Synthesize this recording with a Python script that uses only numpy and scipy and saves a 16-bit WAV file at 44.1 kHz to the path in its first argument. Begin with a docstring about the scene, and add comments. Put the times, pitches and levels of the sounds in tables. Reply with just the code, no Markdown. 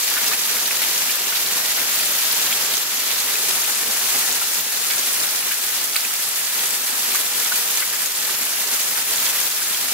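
"""Rain heard from a porch

Steady rain on a lawn, a path and a street, at a hand-held camera with two microphone ports.
Splats: large near drops, each a rising, roughened ring with a crack at contact.
Patter: a dense random stream of smaller near drops of 60 kinds. Hiss: far drops as wandering noise.
The porch, the ports and the way the camera is held colour patter and hiss; their level swells and dips.
"""
import sys
import numpy as np
from scipy import signal
from scipy.io import wavfile
from scipy.ndimage import uniform_filter1d

SR = 44100
rng = np.random.default_rng(int(sys.argv[2]) if len(sys.argv) > 2 else 0)


def magnitude_from_level(level_db):
    """Linear magnitude for a level in decibels (20 dB per decade)."""
    exponent = np.asarray(level_db, float) / 20
    return 10 ** exponent


def master(y):
    """Save y as 16-bit WAV."""
    cut = np.clip(np.atleast_2d(y).T, -1, 1)
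    pcm = np.round(cut * 32767)  # scale
    wavfile.write(sys.argv[1], SR, pcm.astype(np.int16))


N = 437913  # samples
HOP = 128  # samples


def evened(x):
    """Scales to rms 1."""
    return x / np.sqrt(np.mean(x ** 2) + 1e-20)


def smooth_noise(count, span):
    """Slow random drift of rms 1: white noise averaged over span steps."""
    return evened(uniform_filter1d(rng.standard_normal(count), size=span))


def read(points, hz):
    """Reads every column of a spectrum table at hz, interpolating over log frequency."""
    f, *columns = np.transpose(points)
    return np.array([np.interp(np.log(hz + 1), np.log(f + 1), c) for c in columns])


def bumps(table, hz):
    """Sums bell-shaped rises and dips in dB, one row per dB column."""
    return sum(np.outer(db, np.exp(-(2 * (hz - f) / width) ** 2)) for f, width, *db in table)


def below(corner_hz, hz):
    """Weight that falls from 1 in the bass to 1/2 at corner_hz and on towards 0."""
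    return 1 / (1 + (hz / corner_hz) ** 2)


def add(mix, s, sound):
    """Mixes a two-channel sound in at time s."""
    part = mix[:, round(s * SR):][:, :sound.shape[1]]
    part += sound[:, :part.shape[1]]


def tick(hz, ms, glide, rough, crack, noise):
    """One impact: a rising ring that many droplets roughen, and a wide crack at first contact."""
    t = np.arange(noise.shape[1]) / SR
    u = t / (ms / 1000)
    envelope = np.e * 2.67 * u * np.exp(-3.5 * u)
    ring = np.sin(2 * np.pi * hz * t * (1 + glide * (np.minimum(u, 2) - .6)))
    droplets = evened(uniform_filter1d(noise[0], size=max(round(1.5 * SR / hz), 2)))
    body = envelope * ring * (1 + rough * droplets) / np.sqrt(1 + rough ** 2)
    contact = np.diff(noise[1], prepend=0) * np.exp(-t / 0.00045)
    return body + crack * contact


def splash(x, db, t60):
    """Adds the spray and near echoes that trail each impact: decaying noise, different at each port."""
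    t = np.arange(SR // 10) / SR
    decay = magnitude_from_level(-60 * t / max(t60, .005)) * (t > .001)
    tail = rng.standard_normal((2, len(t))) * decay
    trail = signal.oaconvolve(x, tail / np.linalg.norm(tail[0]), axes=1)[:, :N]
    return x + magnitude_from_level(db) * trail


# left-right likeness of the rain: f/Hz, likeness [0..1]
LIKENESS = [(60, 1), (250, 0.94), (480, 1), (950, 0.65), (1890, 0.44), (3770, 0.28), (7520, 0.15),
            (15000, 0.074)]


def likeness(hz):
    """Low sound reaches both ports alike, high sound less so."""
    return read(LIKENESS, hz)[0]


def splats():
    """Large drops close by: short ones crack, long ones plop or spatter."""
    drops = plops() + cracks() + small_cracks()
    out = np.zeros((2, N))
    for (s, db, hz, pan_db, ms), noise in zip(drops, rng.standard_normal((len(drops), 3, 2, 2048))):
        same = np.clip(likeness(hz), 0, 1)
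        ports_noise = np.sqrt(same) * noise[2] + np.sqrt(1 - same) * noise[:2]
        rough = .07 * ms * (hz / 2000) ** 1.2  # low plops ring cleanly, high spatters break up
        pair = [tick(hz, ms, .06, rough, .4 / ms, n) for n in ports_noise]
        pan = np.minimum([[pan_db], [-pan_db]], 0)
        add(out, s, np.array(pair) * magnitude_from_level(db + pan))
    thin = signal.butter(2, 700, "high", fs=SR, output="sos")  # a drop is too small to push out bass
    return signal.sosfilt(thin, splash(out, -2.5, 0.064))


def crack_ms(hz):
    """Length of a crack: a fixed part plus some cycles of its ring."""
    fixed_ms, cycles = .65, 1.1
    return fixed_ms + 1000 * cycles / hz


# sharp cracks of large drops on hard ground: t/s, level/dB, f/Hz, left minus right/dB
HARD_HITS = [(0.168, -11, 1600, 2), (0.2785, -5.5, 5000, -6), (0.629, -11, 6460, -9),
             (0.832, -10, 3500, -1), (1.1556, -5, 12400, 10), (1.2187, -9, 4400, -13),
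             (1.3549, -8, 3800, -10), (1.4614, -6, 4400, -5), (2.2107, -11, 6460, -8),
             (2.226, -9, 10500, -6), (2.7693, -5, 5800, -7), (4.3255, -8, 6460, -6),
             (4.6028, -8, 13000, -6), (4.6084, -7, 14200, 4), (5.1286, -9, 8150, -4),
             (5.1344, -6, 10300, -1), (5.3905, -9, 10200, 2), (5.843, -7, 11300, -4),
             (5.8561, -11, 10400, 0), (5.9588, -5.5, 2300, -3), (5.9624, -9, 8400, -5),
             (5.9642, 0, 4260, -3), (6.0081, -11, 5120, -4), (6.1393, -7, 13400, 3), (6.2236, -8, 11000, 3),
             (6.2895, -8, 10900, -1), (6.7067, -8, 7800, 1), (7.1563, -9, 12200, 3),
             (7.2113, -10, 12100, -1), (7.7728, -4, 6500, -10), (7.9272, -12, 11800, 2),
             (8.0596, -5, 6400, 6), (8.8141, -7, 6400, -7), (8.8335, -8, 12200, 5), (9.266, -10, 3300, -3),
             (9.4668, -5, 14900, 7)]


def cracks():
    """Large drops on hard ground: very short rings, about a millisecond long, at set times."""
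    return [(s, db, hz, pan_db, crack_ms(hz)) for s, db, hz, pan_db in HARD_HITS]


# plops and spatters into standing water: t/s, level/dB, f/Hz, left minus right/dB, length/ms
WATER_HITS = [(0.168, -21, 2020, 2, 26), (0.312, -18, 1694, 5, 19), (0.333, -16, 2570, -3, 14),
              (0.5651, -19, 2060, -6, 5), (0.7095, -13, 2500, -6, 4), (0.814, -21, 2064, 1, 25),
              (1.0915, -24, 2380, -1, 21), (1.319, -23, 2035, 1, 22), (1.356, -18.5, 4500, -4, 28),
              (1.776, -24, 2040, 7, 25), (1.997, -16, 2520, 5, 8), (2.526, -14, 3210, -1, 4),
              (2.739, -13, 3210, 6, 2.5), (3.098, -20, 3320, -5, 29), (3.354, -15, 2520, 3, 4),
              (3.7594, -18, 2540, 6, 5), (4.4116, -24, 1350, 3, 19), (4.9, -21.5, 2100, -2, 28),
              (4.905, -19, 4510, -6, 16), (5.5094, -18.5, 2300, -5, 23), (5.9593, -18, 1895, -5, 20.4),
              (6.0485, -11, 2460, -14, 3.2), (6.592, -17, 3300, -5, 3.6), (7.1457, -18, 1680, -4, 20),
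              (7.516, -18, 1453, -3, 14), (7.82, -19.5, 2060, 2, 18), (7.93, -25, 1670, 0, 14),
              (8.293, -17, 1610, -10, 6), (8.969, -24, 2040, -5, 27), (9.259, -18.5, 2790, -5, 11),
              (9.6126, -26, 2040, 1, 19), (9.7446, -16, 3210, -3, 5.3)]


def plops():
    """Drops into standing water: each starts with a lower, shorter, weaker ring beneath its main one."""
    hz_ratio, under_db, length_ratio = .7, -4, 0.57
    unders = [(s, db + under_db, hz * hz_ratio, pan_db, ms * length_ratio)
              for s, db, hz, pan_db, ms in WATER_HITS]
    return WATER_HITS + unders


def small_cracks(per_s=9, least_db=-18, spread_db=2, low_hz=2440, octaves=2.42, pan_scale_db=7):
    """Lesser cracks: random times, pitches and sides, many weak and few strong."""
    s, size, pitch, side = rng.random((round(per_s * N / SR), 4)).T
    db = least_db - spread_db * np.log(1 - .9 * size)
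    hz = low_hz * 2 ** (octaves * pitch)
    pan_db = pan_scale_db * (2.8 * side - 2)
    return list(zip(s * N / SR, db, hz, pan_db, crack_ms(hz)))


def patter(per_s=1200, spread_db=3.5, tilt_db_per_octave=2.5, count=60):
    """Near drops on grass and paving: random ticks, each kind with its own pitch, length and direction."""
    flurries = magnitude_from_level(3.5 * smooth_noise(N, 900))
    lands = rng.random(N) < flurries * per_s / SR
    size = magnitude_from_level(spread_db * np.minimum(rng.exponential(1, N), 4.4)) * lands
    kind = rng.integers(0, count, N)
    out = np.zeros((2, N))
    for k, (pitch, cycles, side) in enumerate(rng.random((count, 3))):
        octaves = 3.5 * ((k + pitch) / count) ** .8
        hz = 1250 * 2 ** octaves
        ms = 0.38 + 1000 * (0.85 + 2.4 * cycles) / hz
        sound = tick(hz, ms, 0.23, 0.88, 0.28, rng.standard_normal((2, 512)))
        sound = magnitude_from_level(tilt_db_per_octave * octaves) * sound / np.linalg.norm(sound)
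        drops = signal.oaconvolve(size * (kind == k), sound)[:N]
        lag = round(8 * side - 2)  # samples, left after right
        out += [np.roll(drops, lag) * magnitude_from_level(5.5 - 11 * side), drops * magnitude_from_level(12.7 * side - 5.5)]
    return evened(splash(out, -3, 0.03))


# phase between the ports: f/Hz, left lead/rad
PHASE_LEAD = [(0, 0), (1720, -.45), (5510, -2.5), (16000, -3.4)]


def hiss(patchy_db=0.66, flicker_db=0.79, lull_db=1.5):
    """Countless far drops: noise with drifting patches, a wide-band flicker and slow lulls in the low wash."""
    frames, hz = N // HOP + 5, np.fft.rfftfreq(4 * HOP, 1 / SR)
    a, b, c, d, patches = rng.standard_normal((frames, len(hz), 5)).T
    patches = uniform_filter1d(patches, size=14, axis=0)  # over frequency
    patches = evened(uniform_filter1d(patches, size=12, axis=1))  # over time
    flicker, lulls = smooth_noise(frames, 6), smooth_noise(frames, 30)
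    same = np.clip(likeness(hz), -1, 1)[:, None]
    lead = read(PHASE_LEAD, hz)[0][:, None]
    left = a + 1j * b
    right = same * left * np.exp(-1j * lead) + np.sqrt(1 - same ** 2) * (c + 1j * d)
    wander_db = patchy_db * patches + flicker_db * flicker + lull_db * np.outer(below(600, hz), lulls)
    z = np.array([left, right]) * magnitude_from_level(wander_db)
    return evened(signal.istft(z, nperseg=4 * HOP, noverlap=3 * HOP)[1][:, :N])


# colour of the rain at each port: f/Hz, left level/dB, right level/dB
PORT_COLOUR = [(25, -42, -44), (60, -22, -21), (96, -25, -25.5), (156, -16.5, -16), (398, -11, -10.5),
               (814, -8, -8), (1780, -5, -3.5), (3040, -4, -3.5), (5000, -3, -2), (7500, -3, -2),
               (9500, -1.5, -5), (12000, -0.5, -3), (14300, -2, -4), (16600, -7.5, -9)]
# standing waves under the porch: f/Hz, width/Hz, level/dB
PORCH_MODES = [(245, 34, 2.5), (307, 55, -3), (384, 22, 2), (570, 36, -4), (1030, 70, 0), (1710, 100, 1.5),
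               (1760, 38, -1)]


def place_db(hz):
    """Steady colour: the response of each port plus the standing waves under the porch."""
    return read(PORT_COLOUR, hz) + bumps(PORCH_MODES, hz)


# shading of the ports by hand and body, first hold: f/Hz, width/Hz, left level/dB, right level/dB
HOLD_A = [(3500, 3100, 2, 0.35), (6000, 3300, 0.1, 1.2), (9000, 3000, -2, 0), (12200, 1500, 1.2, -0.5)]
# the same in the second hold: f/Hz, width/Hz, left level/dB, right level/dB
HOLD_B = [(3500, 2700, 1, 0.16), (6500, 3200, 2.4, 0.73), (9500, 1400, 1.1, .3)]
# how far each hold applies: t/s, weight of first hold [ratio], weight of second hold [ratio]
HOLD_WEIGHTS = [(0, 0.99, .01), (3.15, 1.4, .01), (3.45, .01, 0.95), (4.6, .01, 0.73), (5.1, .01, .01),
                (9.93, .01, .01)]


def hold_db(hz, t):
    """Hand and body shade each port; the shading shifts as the camera is turned."""
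    s, first, second = np.transpose(HOLD_WEIGHTS)
    first_db = bumps(HOLD_A, hz)[:, :, None] * np.interp(t, s, first)
    second_db = bumps(HOLD_B, hz)[:, :, None] * np.interp(t, s, second)
    return first_db + second_db


# bass against the rest: t/s, level/dB
BASS_DRIFT = [(0, 1.3), (4.5, 1.4), (6.3, -2), (6.9, 0), (7.5, -1.5), (8.3, .6), (9.93, -0.8)]


def low_wash_db(hz, t):
    """Slow drift of the bass, fading out above 900 Hz."""
    return np.outer(below(900, hz), np.interp(t, *np.transpose(BASS_DRIFT)))


def ports(x):
    """Filters each channel by the porch, its port, the hold and the bass drift."""
    hz, t, z = signal.stft(x, SR, nperseg=2048)
    db = place_db(hz)[:, :, None] + hold_db(hz, t) + low_wash_db(hz, t)
    return signal.istft(z * magnitude_from_level(db), SR, nperseg=2048)[1][:, :N]


# slow loudness of hiss and patter together: t/s, level/dB
SWELL = [(0, -19), (1.0, -19), (1.25, -20), (2.25, -18.5), (3.6, -19), (3.92, -20.2), (4.2, -17.5),
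         (4.4, -20), (4.95, -19), (5.7, -20), (6.45, -20.5), (6.58, -18.5), (6.8, -21), (7.18, -18.5),
         (8.0, -19), (8.55, -20.5), (8.7, -19.5), (9.28, -18.5), (9.93, -20)]
# sudden drops in level, mostly just after a sharp crack: t/s, nominal depth/dB
LEVEL_DIPS = [(0.35, 1.5), (2.78, 3), (2.83, 2.5), (4.61, 3.5), (5.39, 1), (5.86, 2.5), (6.15, 0),
              (7.22, 2.5), (7.83, 3), (8.07, 3), (8.84, 1.5), (9.48, 2.5)]


def loudness_db():
    """The slow level, less each dip: a quick fall, then a gradual return."""
    fall_s, back_s = 0.0091, 0.13
    t = np.arange(0, N, HOP) / SR
    db = np.interp(t, *np.transpose(SWELL))
    for s, depth_db in LEVEL_DIPS:
        since = np.maximum(t - s, 0)
        db = db - depth_db * np.minimum(since / fall_s, 1) * np.exp(-since / back_s)
    return np.interp(np.arange(N) / SR, t, db)


def scene():
    """Hiss and patter swell together; the splats land on top."""
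    rain = evened(ports(hiss() + magnitude_from_level(-7.0) * patter()))
    return rain * magnitude_from_level(loudness_db()) + splats()


def top_cut(x):
    """Nothing passes above the cut-off."""
    return signal.sosfilt(signal.butter(12, 16490, fs=SR, output="sos"), x)


def record(dry):
    """Limits the band with a steep linear-phase low-pass."""
    edge = signal.firwin(1023, 15770, window=("kaiser", 10), fs=SR)
    mix = signal.oaconvolve(dry, edge[None], "same", axes=1)
    return top_cut(mix)


dry = scene()
out = record(dry)
master(out)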